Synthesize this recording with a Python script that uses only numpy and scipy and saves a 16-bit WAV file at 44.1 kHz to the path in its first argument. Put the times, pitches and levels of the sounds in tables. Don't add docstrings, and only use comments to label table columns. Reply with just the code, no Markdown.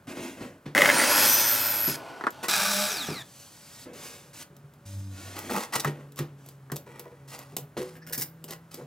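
import sys
import numpy as np
from scipy import signal
from scipy.fft import rfft, irfft
from scipy.io import wavfile

SR = 44100
rng = np.random.default_rng(int(sys.argv[2]) if len(sys.argv) > 2 else 0)


def generate_wav(signal):
    frames = np.transpose(np.atleast_2d(signal))
    scaled = np.clip(frames, -1, 1) * 32767
    pcm = np.round(scaled).astype(np.int16)
    wavfile.write(sys.argv[1], SR, pcm)


N = 390726

# time in seconds, rumble in dB, hiss in dB.
SAW_RUNS = [
    [(0.753, -22, -31), (0.789, -26.5, -29.5), (1.259, -31.5, -21), (1.285, -36.5, -23.5),
     (1.867, -44.5, -35.5), (1.879, -45.5, -30.5), (1.962, -50, -37.5)],
    [(2.482, -38, -25), (2.818, -44.5, -25.5), (2.934, -46.5, -33), (3.2, -54, -46), (3.225, -63, -47)],
]
# frequency in Hz, density in dB per Hz.
SAW_COLOURS = [
    [(41, -49), (70, -39), (113, -13.5), (268, -4.5), (554, -3), (711, -6), (1540, -3), (3700, -8.5),
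     (5890, -6), (7910, -12), (10900, -9), (11700, -15.5), (16000, -11)],
    [(41, -61), (70, -14), (152, -12), (199, 6.5), (262, -12), (394, -5), (606, -0.5), (1930, -2.5),
     (5250, -4), (16000, -12)],
]
# frequency in Hz, width in Hz, level in dB.
BLADES = [
    [(575, 56, -0.5), (1210, 77, -12.5), (1520, 120, -10.5), (6770, 150, -6.5)],
    [(1190, 150, 3), (5280, 290, -4.5), (7040, 98, -24)],
]
# chips per second, size spread in dB, judder in dB, near-echo strength.
BITES = [(7190, 3.5, 1.16, 0.18), (3496, 5.5, 0.7, 0.21)]
# start in seconds,
# rise in seconds, fall in seconds, pitch in Hz, glide in Hz per second, level in dB.
ELECTRIC_HUM = [(2.57, 0.25, 0.06, 197.5, 22, -37)]
# time in seconds, peak in dB.
KNOCKS = [(0.75, -8.5), (0.7786, -3), (0.788, -9), (0.819, -1.5), (0.858, -2.5), (0.9002, -3.5),
          (0.999, -10), (1.017, -15), (1.0386, -9.5)]
# frequency in Hz, level in dB.
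KNOCK_COLOUR = [(60, -57), (130, -48), (230, -17.5), (550, -8), (850, -15), (1400, -6), (1750, 2.5),
                (2100, 4.5), (2400, -16.5), (3200, -9), (4200, -20.5), (15000, -26.5)]
BACKLASH_S, BACKLASH_DB = .0105, -6
TOP_HZ, SHORT_HZ, SPIN_UP_S, BITE_S, SAG_HZ_PER_S = 435, 320, .145, 1.58, 44
BRAKE_AT_S, BRAKE_S, COAST_HZ, BRAKE_SWELL_S = 2.781, .178, 27, .09
# multiple of the shaft speed, level in dB.
GEAR_ORDERS = [(8, -13), (12, -6), (16, -13), (20, -10), (24, -5.5), (26, -10)]
WHINE_ORDERS = [(28, -24)]
BRAKE_ORDERS = [(2, -25), (16, -39), (28, -33.5), (56, -41.5), (112, -48)]
GEARS_FROM_HZ, GEARS_FULL_HZ, WHINE_FROM_HZ, WHINE_FULL_HZ = 300, 370, 401, 407
GEAR_RATIO, BLADE_HUM_DB = 3.9, -49
# start, rise and fall in seconds, multiple of the shaft, level in dB.
WHISTLE = (1.22, .1, .26, 14, -27)
# frequency in Hz, level in dB.
HOUSING = [(500, -24), (2000, -14), (3100, -14), (3500, 0), (4000, 2), (4600, -4), (5500, -2), (6020, 0),
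           (6500, -4), (8400, -5), (8900, 7), (9500, -4), (9900, -14), (11300, -3), (12050, 0),
           (12800, -18)]
# frequency in Hz, level in dB.
BRAKE_COLOUR = [(2300, 3), (3100, -6), (3400, 0), (7400, 0), (9000, -13)]
# start, rise and fall in seconds, body in dB, hiss in dB.
SWING = [(1.962, 0.12, .22, -47.5, -54.5), (2.32, 0.13, 0.036, -56.5, -56)]
# frequency in Hz, density in dB per Hz.
SWING_COLOUR = [(60, -50), (160, -22), (256, 0), (822, -1), (1510, -8.5), (1700, -12.5), (16000, -43.5)]
# frequency in Hz, width in Hz, level in dB.
SWING_RING = [(662, 14, 4), (897, 20, 1), (1473, 19, 12)]
# time in seconds, peak in dB.
CLACKS = [(2.21, -26), (2.239, -23.5), (2.268, -13.5), (5.496, -28.5), (5.847, -19), (6.19, -34),
          (6.7, -34.5), (6.72, -34), (8.81, -47)]
# frequency in Hz, level in dB.
CLACK_COLOUR = [(70, -37), (300, 4.5), (650, -4.5), (1000, 6), (1350, 4.5), (1900, 1.5), (2400, -16.5),
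                (16000, -40)]
# start, rise and fall in seconds, body in dB, hiss in dB.
RUBS = [(0.068, 0.03, 0.19, -38.5, -50), (0.15, 0.095, 0.24, -41.5, -46.5), (0.37, 0.072, 0.15, -39, -54),
        (3.225, 0.19, 0.5, -70, -51.5), (3.52, 0.32, 0.031, -64, -49.5), (3.858, 0.016, 0.56, -46, -67.5),
        (3.93, 0.13, 0.32, -53.5, -45), (4.33, 0.1, 0.0081, -55, -44), (4.852, 0.011, 0.57, -68.5, -51.5),
        (5.11, 0.11, 0.86, -54.5, -49.5), (5.25, 0.25, 0.31, -47, -51), (6.38, 0.11, 0.13, -68, -62.5)]
# frequency in Hz, density in dB per Hz.
RUB_COLOUR = [(35, -24.5), (65, -11.5), (130, -14), (301, 1.5), (380, -7.5), (579, -7.5), (946, -17),
              (7060, -17), (16000, -27)]
# start, rise and fall in seconds,
# body in dB, hiss in dB.
DRAGS = [(2.428, 0.017, 0.058, -31.5, -33.5), (5.355, 0.041, .05, -43.5, -43.5),
         (5.497, 0.14, 0.038, -39.5, -37), (5.722, 0.018, 0.083, -37, -33),
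         (5.75, 0.012, 0.032, -32.5, -25), (5.795, 0.012, 0.011, -61, -27),
         (5.835, 0.057, 0.039, -34.5, -44.5), (5.92, 0.088, 0.13, -44.5, -64.5),
         (6.165, 0.019, .015, -57, -43.5), (6.186, 0.011, 0.035, -40.5, -40),
         (6.86, 0.12, 0.36, -47.5, -59.5), (7.275, 0.066, .07, -64, -46.5), (7.315, 0.04, 0.2, -48.5, -45),
         (7.57, .012, 0.03, -59, -53), (7.77, 0.0076, 0.2, -46, -40.5), (8.478, 0.058, 0.031, -51.5, -44),
         (8.71, 0.051, 0.099, -64, -47.5), (8.77, 0.028, 0.08, -40, -75)]
# frequency in Hz, density in dB per Hz.
DRAG_COLOUR = [(100, -27), (210, -17), (322, 1), (524, 0), (836, -11), (1280, -9), (1700, -15.5),
               (5080, -13), (16000, -21)]
# frequency in Hz, width in Hz, level in dB.
TILE = [(214, 31, 20), (472, 13, 9), (860, 78, 5), (1153, 94, 0), (1930, 135, 6), (2625, 57, 0),
        (8300, 260, -15)]
# start, rise and fall in seconds, level in dB.
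SLIDE = (5.5, 0.1358, -0.05, -29)
# frequency in Hz, level in dB.
SLIDE_COLOUR = [(100, -13.5), (200, -6), (480, -1), (1200, -2), (1450, -7.5), (2600, -15.5), (16000, -20.5)]
# start, rise and fall in seconds, body in dB, hiss in dB.
GRATES = [(7.95, 0.014, 0.035, -45, -53), (8.064, 0.012, 0.065, -45.5, -44),
          (8.124, 0.015, 0.029, -49, -25.5), (8.176, 0.013, 0.028, -58, -25),
          (8.207, 0.022, 0.013, -51, -25.5)]
# frequency in Hz, density in dB per Hz.
GRATE_COLOUR = [(200, -5), (1100, -15.5), (1740, -5), (2500, -13.5), (4400, -4.5), (5300, 5), (5900, -2),
                (12400, 0), (14200, 8), (16000, -2)]
# time in seconds, peak in dB.
CATCHES = [(8.096, -33), (8.1985, -18), (8.2135, -18), (8.236, -21)]
# start, rise and fall in seconds, pitch in Hz,
# glide in Hz per second, level in dB.
SQUEAKS = [(8.017, .008, .028, 1650, 5000, -51), (8.122, .022, .014, 1600, 7000, -44),
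           (8.205, .025, .015, 1750, 14000, -48)]
# time in seconds, peak in dB.
CLICKS = [(2.3056, -29.5), (2.484, -13), (4.5663, -37), (4.7372, -48.5), (5.39, -22), (5.8471, -17),
          (6.121, -41), (6.16, -36), (6.19, -22.5), (6.4622, -32), (6.4882, -30), (6.7188, -20),
          (6.76, -26), (6.7654, -19.5), (6.9954, -24.5), (7.3901, -30), (7.5665, -16), (7.5685, -19.5),
          (7.5845, -28), (8.4412, -28.5), (8.508, -21.5), (8.519, -32), (8.7435, -27)]
# frequency in Hz, level in dB.
CLICK_COLOUR = [(60, -38), (200, 15), (750, 6.5), (1600, -7.5), (3000, 1.5), (5500, 2), (8000, 4),
                (9500, -3.5), (12000, 6), (16000, -1)]
# time in seconds, peak in dB.
PATS = [(.072, -33.5), (.17, -28), (.192, -30.5), (.407, -29.5), (.657, -35), (3.858, -37)]
# time in seconds, peak in dB, the wall's boom over it in dB.
THUDS = [(0.661, -29, -7), (1.874, -25, -11), (3.085, -22.5, -13), (4.499, -54, 7), (4.569, -57.5, 7.5),
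         (4.638, -65.5, 16.5), (4.744, -61, 7.5), (5.755, -28, -12), (5.853, -28, 2.5), (6.194, -26.5, -2),
         (6.717, -29, -3.5), (7.525, -44, 3), (7.615, -47.5, 6.5), (7.768, -23.5, -24), (8.176, -34, -5.5),
         (8.813, -44, 0)]
# frequency in Hz, level in dB.
THUD_COLOUR = [(40, -15), (120, -1), (200, -1.5), (310, 2.5), (500, -6), (700, -13), (4000, -25),
               (16000, -48.5)]
# frequency in Hz, level in dB, T60 in seconds.
WALL = [(143.5, 7.5, 0.22), (132, -6, 0.21), (404, -6, 0.2)]
# time in seconds, level in dB.
SEATINGS = [(7.769, -32.5), (7.795, -33)]
# frequency in Hz, level in dB, T60 in seconds.
NICHE = [(369, 0, .36), (409, -4, .2), (490, -4, .3), (555, -10, .27)]
# time in seconds, peak in dB.
TAPS = [(6.868, -42), (6.957, -47), (6.997, -45), (7.058, -39), (7.125, -45.5), (7.569, -42), (7.587, -42),
        (8.106, -38), (8.444, -44), (8.487, -46), (8.81, -39)]
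# frequency in Hz, mean level in dB, T60 in seconds.
TAP_MODES = [(402, -1.5, 0.14), (476, 0.5, 0.11), (564, -1, 0.093), (637, -8.5, 0.079), (780, -21, 0.071),
             (984, -2, 0.046)]
# start, rise and fall in seconds, pitch in Hz,
# glide in Hz per second, level in dB.
DRONES = [(4.85, 0.21, 0.18, 99.3, -5.5, -30.5), (5.15, 0.094, 0.31, 97.8, -4, -41.5),
          (5.88, 0.3, 0.79, 145, -12.5, -42.5), (6.6, 1, 0.13, 137.7, -2, -46.5),
          (7.85, 0.097, 1.26, 158.1, 6, -44.5)]
# harmonic number, level in dB.
DRONE_TONES = [(1, -2), (2, -16.5), (3, -19.5)]
DRONE_START_DB, DRONE_END_DB = -8, -13
HUM_HZ, HUM_DB = 572, -67
# frequency in Hz, density in dB per Hz; then its overall level.
AIR = [(25, -19), (86, -4), (145, 4.5), (204, -5.5), (550, -13.5), (1500, -16), (1900, -22), (4000, -31),
       (16000, -36)]
AIR_DB = -56.5
# frequency in Hz, T60 in seconds.
ROOM = [(150, 0.072), (500, 0.4), (2000, 0.25), (8000, 0.14), (16000, 0.24)]
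# frequency in Hz, side over mid in dB.
SAW_WIDTH = [(130, -21), (290, -7), (640, -15), (1900, -14.5), (3500, -59), (6820, -28), (14000, -0.5)]
ROOM_WIDTH = [(130, -43.5), (640, -16.5), (1410, -3), (3100, -11.5), (6820, -3)]
# lower edge in Hz, upper edge in Hz.
BAND_EDGES = [(60, 700), (700, 3000), (3000, 16000)]
EDGE_HZ = 16000
COMB = .17


def saw():
    out = motor()
    for rows, spectrum, modes, bite in zip(SAW_RUNS, SAW_COLOURS, BLADES, BITES):
        chips_per_s, chip_db, judder_db, comb = bite
        t, rumble_db, hiss_db = follow(rows)
        out += strokes([(t[0], rumble_db, hiss_db)], spectrum, db=-2.5, comb=comb,
                       grains_per_s=chips_per_s, grain_db=chip_db, smooth=0.97,
                       judder_db=judder_db, judder_hz=106.5, middle_db=1.0, modes=modes)
    out += hums(ELECTRIC_HUM, [(1, 4), (3, 2.5)], start_db=-12, end_db=-12,
                jitter=0.0034, jitter_hz=32.4, flicker_db=1.5)
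    return out + gear_knocks()


def gear_knocks():
    lighter = [(s - BACKLASH_S, db + BACKLASH_DB) for s, db in KNOCKS[1:]]
    return hits(KNOCKS + lighter, KNOCK_COLOUR, db=-0.5, t60=.016, rattle=.14, tail_db=-14, tail_t60=.07)


def motor():
    out = np.zeros(N)
    t, _, hiss_db = follow(SAW_RUNS[0])
    spin_up = TOP_HZ - SHORT_HZ * np.exp((t[0] - t) / SPIN_UP_S)
    speed = spin_up - SAG_HZ_PER_S * np.maximum(t - BITE_S, 0)
    gears = amp(hiss_db) * np.interp(speed, [GEARS_FROM_HZ, GEARS_FULL_HZ], [0, 1])
    add(out, t[0], gears * whine(speed, GEAR_ORDERS, blur=1.1, blur_hz=250))
    singing = np.interp(speed, [WHINE_FROM_HZ, WHINE_FULL_HZ], [0, 1])
    singing = singing * np.minimum((t[-1] - t) / 0.073, 1) ** 2
    flicker = amp(2 * wander(len(t), 8))
    add(out, t[0], singing * flicker * whine(speed, WHINE_ORDERS, blur=.45, throb=.45))
    blade_hum = tones(speed / GEAR_RATIO, [(1, BLADE_HUM_DB)], jitter=.02, jitter_hz=30, flicker_db=3)
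    add(out, t[0], singing * blade_hum)
    whistle(out, t, speed)
    brake(out)
    return out


def whistle(out, t, speed):
    s, rise, fall, order, db = WHISTLE
    gain = amp(swell(rise, fall, -14, -14, 2))
    cut_speed = np.interp(s + np.arange(len(gain)) / SR, t, speed)
    add(out, s, gain * whine(cut_speed, [(order, db)], blur=.3))


def brake(out):
    t = np.arange(0, SAW_RUNS[1][-1][0] - BRAKE_AT_S, 1 / SR)
    speed = COAST_HZ + (TOP_HZ - COAST_HZ) * np.exp(-t / BRAKE_S)
    falling = colour(whine(speed, BRAKE_ORDERS, blur=.52, blur_hz=300, throb=.2), BRAKE_COLOUR)
    add(out, BRAKE_AT_S, np.minimum(t / BRAKE_SWELL_S, 1) * falling)


def whine(speed, orders, blur=.6, blur_hz=130, throb=0.74):
    count = len(speed)
    phase = 2 * np.pi * np.cumsum(speed) / SR
    out = np.zeros(count)
    for k, db in orders:
        hz = k * speed
        gain = amp(db + read(HOUSING, hz)) * (hz < EDGE_HZ)
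        out += gain * np.sin(k * phase + blur * wander(count, blur_hz))
    return out * (1 + throb * np.sin(phase / GEAR_RATIO))


def table_swing():
    return strokes(gestures(SWING, start_db=-2.0, end_db=-5.0, bend=0.61), SWING_COLOUR, db=0.0,
                   grains_per_s=5600, grain_db=3.5, smooth=0.82,
                   judder_db=0.5, judder_hz=81.5, middle_db=-1.5, modes=SWING_RING)


def clacks():
    return hits(CLACKS, CLACK_COLOUR, db=2.5, t60=0.062, rattle=0.13, tail_db=-26.5, tail_t60=0.07)


def rubs():
    return strokes(gestures(RUBS, start_db=-9.5, end_db=-25.5, bend=1.04), RUB_COLOUR, db=-0.5,
                   grains_per_s=15000, grain_db=2.0, smooth=1.5,
                   judder_db=0.9, judder_hz=36.8, middle_db=5)


def drags():
    return strokes(gestures(DRAGS, start_db=-3.5, end_db=-22.5, bend=0.72), DRAG_COLOUR, db=-3.5,
                   grains_per_s=1500, grain_db=5.0, smooth=1.0,
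                   judder_db=2.5, judder_hz=74.0, middle_db=6.5, modes=TILE)


def grates():
    out = strokes(gestures(GRATES, start_db=-0.5, end_db=-28, bend=2.5), GRATE_COLOUR, db=-7.0,
                  grains_per_s=5800, grain_db=5.0, smooth=0.41,
                  judder_db=3.5, judder_hz=174, middle_db=7.5)
    out += hums(SQUEAKS, [(1, 0), (3, -9)], start_db=-9, end_db=-12,
                jitter=.085, jitter_hz=700, flicker_db=4)
    return out + hits(CATCHES, GRATE_COLOUR, db=-4, t60=0.0081, rattle=0.54, tail_db=-18, tail_t60=.04)


def slide(slips_per_s=105, uneven=.3, slip_s=.0018, size_db=1.8):
    s, rise, fall, db = SLIDE
    gain = amp(swell(rise, fall, start_db=-2.0, end_db=-27, bend=1.0))
    turns = np.cumsum(slips_per_s * np.exp(uneven * wander(len(gain), 60))) / SR
    sizes = amp(size_db * rng.standard_normal(200))
    scratch = np.exp(-(turns % 1) / (slips_per_s * slip_s)) * sizes[turns.astype(int)]
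    drive = gain * (scratch + 0.14) * rng.standard_normal(len(gain))
    drive = np.pad(drive, (0, SR // 10))
    out = np.zeros(N)
    add(out, s, amp(db - 4.5) * evened(colour(resonant(drive, TILE), SLIDE_COLOUR)))
    return out


def clicks():
    return hits(CLICKS, CLICK_COLOUR, db=-1.0, t60=0.019, rattle=0.31, tail_db=-13.5, tail_t60=0.089)


def pats():
    return hits(PATS, THUD_COLOUR, db=-0.5, t60=0.12, rattle=0.32, tail_db=-16.0, tail_t60=0.38)


def thuds():
    out = np.zeros(N)
    for s, peak_db, boom_db in THUDS:
        add(out, s, amp(peak_db) * blow(THUD_COLOUR, t60=0.22, rattle=0.4, tail_db=-24.5, tail_t60=0.48))
        add(out, s, amp(peak_db + boom_db) * ring(WALL, swell_s=0.014))
    for s, level_db in SEATINGS:
        add(out, s, amp(level_db) * ring(NICHE, swell_s=0.0026))
    return out


def taps(place_db=4):
    out = np.zeros(N)
    for s, peak_db in TAPS:
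        modes = [(hz, db + place_db * rng.standard_normal(), t60) for hz, db, t60 in TAP_MODES]
        sound = ring(modes, swell_s=.001)
        add(out, s, amp(peak_db) * sound / abs(sound).max())
    return out


def background():
    out = amp(AIR_DB) * evened(colour(rng.standard_normal(N), AIR))
    out += amp(HUM_DB) * tones(np.full(N, HUM_HZ), [(1, 0.0086)], jitter=0.0023, jitter_hz=4.8,
                               flicker_db=-3.5)
    return out + hums(DRONES, DRONE_TONES, start_db=DRONE_START_DB, end_db=DRONE_END_DB,
                      jitter=0.01, jitter_hz=7.77, flicker_db=2)


def friction(body_db, hiss_db, spectrum, grains_per_s, grain_db, smooth, judder_db, judder_hz, middle_db,
             modes=()):
    count = len(body_db)
    slips = (rng.random(count) < grains_per_s / SR) * rng.choice([-1, 1], count)
    slips = slips * amp(grain_db * np.minimum(rng.exponential(1, count), 4))
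    judder = amp(judder_db * wander(count, judder_hz))
    drive = (evened(slips) + smooth * rng.standard_normal(count)) * judder
    sound = np.pad(colour(resonant(drive, modes), spectrum), 1)
    bands = []
    for edges in BAND_EDGES:
        band_pass = signal.butter(3, edges, "band", fs=SR, output="sos")
        bands.append(signal.sosfiltfilt(band_pass, sound, padtype=None)[1:-1])
    body, middle, hiss = bands
    body_gain, hiss_gain = amp(body_db) / body.std(), amp(hiss_db) / hiss.std()
    middle_gain = amp(middle_db) * np.sqrt(body_gain * hiss_gain)
    sound = body_gain * body + middle_gain * middle + hiss_gain * hiss
    return sound * signal.windows.tukey(count, min(300 / count, 1))


def strokes(levels, spectrum, db, comb=COMB, **grain):
    out = np.zeros(N)
    for s, body_db, hiss_db in levels:
        add(out, s, reflected(friction(body_db, hiss_db, spectrum, **grain), comb))
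    return amp(db) * out


def swell(rise_s, fall_s, start_db, end_db, bend):
    t = np.arange(0, rise_s + fall_s, 1 / SR)
    rising = start_db * abs(1 - t / rise_s) ** bend
    falling = end_db * abs((t - rise_s) / fall_s) ** bend
    return np.where(t < rise_s, rising, falling)


def gestures(rows, **shape):
    levels = []
    for s, rise, fall, body_db, hiss_db in rows:
        arch = swell(rise, fall, **shape)
        levels.append((s, body_db + arch, hiss_db + arch))
    return levels


def hums(rows, partials, start_db, end_db, **waver):
    out = np.zeros(N)
    for s, rise, fall, hz, glide, db in rows:
        gain = amp(db + swell(rise, fall, start_db, end_db, 1.53))
        pitch = hz + glide * np.arange(len(gain)) / SR
        add(out, s, gain * tones(pitch, partials, **waver) * signal.windows.tukey(len(gain), .05))
    return out


def tones(hz, partials, jitter, jitter_hz, flicker_db):
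    count = len(hz)
    phase = 2 * np.pi * np.cumsum(hz * (1 + jitter * wander(count, jitter_hz))) / SR
    return sum(amp(db + flicker_db * wander(count, jitter_hz)) * np.sin(k * phase) for k, db in partials)


def blow(spectrum, t60, rattle, tail_db, tail_t60):
    t = np.arange(SR // 4) / SR
    decay = amp(-60 * t / t60) + amp(tail_db - 60 * t / tail_t60)
    burst = rattle * rng.standard_normal(len(t)) * decay
    burst[0] += 1
    sound = colour(burst, spectrum)
    return sound / abs(sound).max()


def hits(rows, spectrum, db, **shape):
    out = np.zeros(N)
    for s, peak_db in rows:
        add(out, s, amp(peak_db + db) * blow(spectrum, **shape))
    return out


def ring(modes, swell_s):
    t = np.arange(SR // 2) / SR
    sound = np.zeros(len(t))
    for hz, db, t60 in modes:
        sound += amp(db - 60 * t / t60) * np.sin(2 * np.pi * hz * rng.uniform(1.0, 1.02) * t)
    return (1 - np.exp(-t / swell_s)) * sound


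def resonant(x, modes):
    return x + sum(amp(db) * signal.lfilter(*signal.iirpeak(hz, hz / width, SR), x)
                   for hz, width, db in modes)


def reflected(x, strength, reach=.004, count=6):
    taps = np.zeros(round(SR * reach) + 12)
    places = 12 + (rng.random(count) * (len(taps) - 12)).astype(int)
    taps[places] = strength * rng.choice([-1, 1], count)
    taps[0] = 1
    return signal.fftconvolve(x, taps / np.linalg.norm(taps))[:len(x)]


def amp(db):
    return 10 ** (np.asarray(db) / 20)


def evened(x):
    return x / np.sqrt(np.mean(x ** 2) + 1e-20)


def read(points, hz):
    f, value = np.transpose(points)
    return np.interp(np.log(hz + 1), np.log(f + 1), value)


def follow(rows):
    s, *columns = np.transpose(rows)
    t = np.arange(s[0], s[-1], 1 / SR)
    return [t] + [np.interp(t, s, c) for c in columns]


def add(mix, s, sound):
    part = mix[max(round(s * SR), 0):][:len(sound)]
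    part += sound[:len(part)]


def colour(x, points, size=4096):
    log_gain = np.log(amp(read(points, abs(np.fft.fftfreq(size, 1 / SR)))))
    taps = np.fft.ifft(np.exp(np.conj(signal.hilbert(log_gain)))).real[:size // 2]
    return signal.fftconvolve(x, taps)[:len(x)]


def wander(count, hz):
    knots = np.arange(count) * hz * 2 / SR
    return np.interp(knots, np.arange(N // 20), rng.standard_normal(N // 20))


def room(x):
    hz, t, z = signal.stft(rng.standard_normal(SR // 2), SR, nperseg=256)
    decay = amp(-60 * t / read(ROOM, hz)[:, None]) * (t > .003)
    tail = signal.istft(z * decay, SR, nperseg=256)[1]
    return signal.fftconvolve(x, tail / np.linalg.norm(tail))[:N]


def spread(x, width, diffuse):
    t = np.arange(SR // 10) / SR
    echoes = rng.standard_normal(len(t)) * amp(-60 * t / 0.13) * (t > .004)
    late = signal.fftconvolve(x, echoes / np.linalg.norm(echoes))[:N]
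    apart = np.sqrt(1 - diffuse) * 1j * rfft(x) + np.sqrt(diffuse) * rfft(late)
    side = irfft(apart * amp(read(width, np.fft.rfftfreq(N, 1 / SR))), N)
    return np.array([x + side, x - side])


def scene():
    machine = saw() + table_swing()
    machine += amp(-9.5) * room(machine)
    hands = rubs() + drags() + grates() + slide() + clicks() + pats() + thuds() + taps()
    hands += amp(-9.0) * room(hands)
    hands += clacks() + background()
    return spread(machine, SAW_WIDTH, diffuse=.4) + spread(hands, ROOM_WIDTH, diffuse=0.26)


def record(dry):
    thin = signal.sosfilt(signal.butter(2, 50, "high", fs=SR, output="sos"), dry)
    low_pass = signal.firwin(401, EDGE_HZ, window=("kaiser", 8), fs=SR)
    return signal.oaconvolve(thin, low_pass[None], "same")


dry = scene()
out = record(dry)
generate_wav(out)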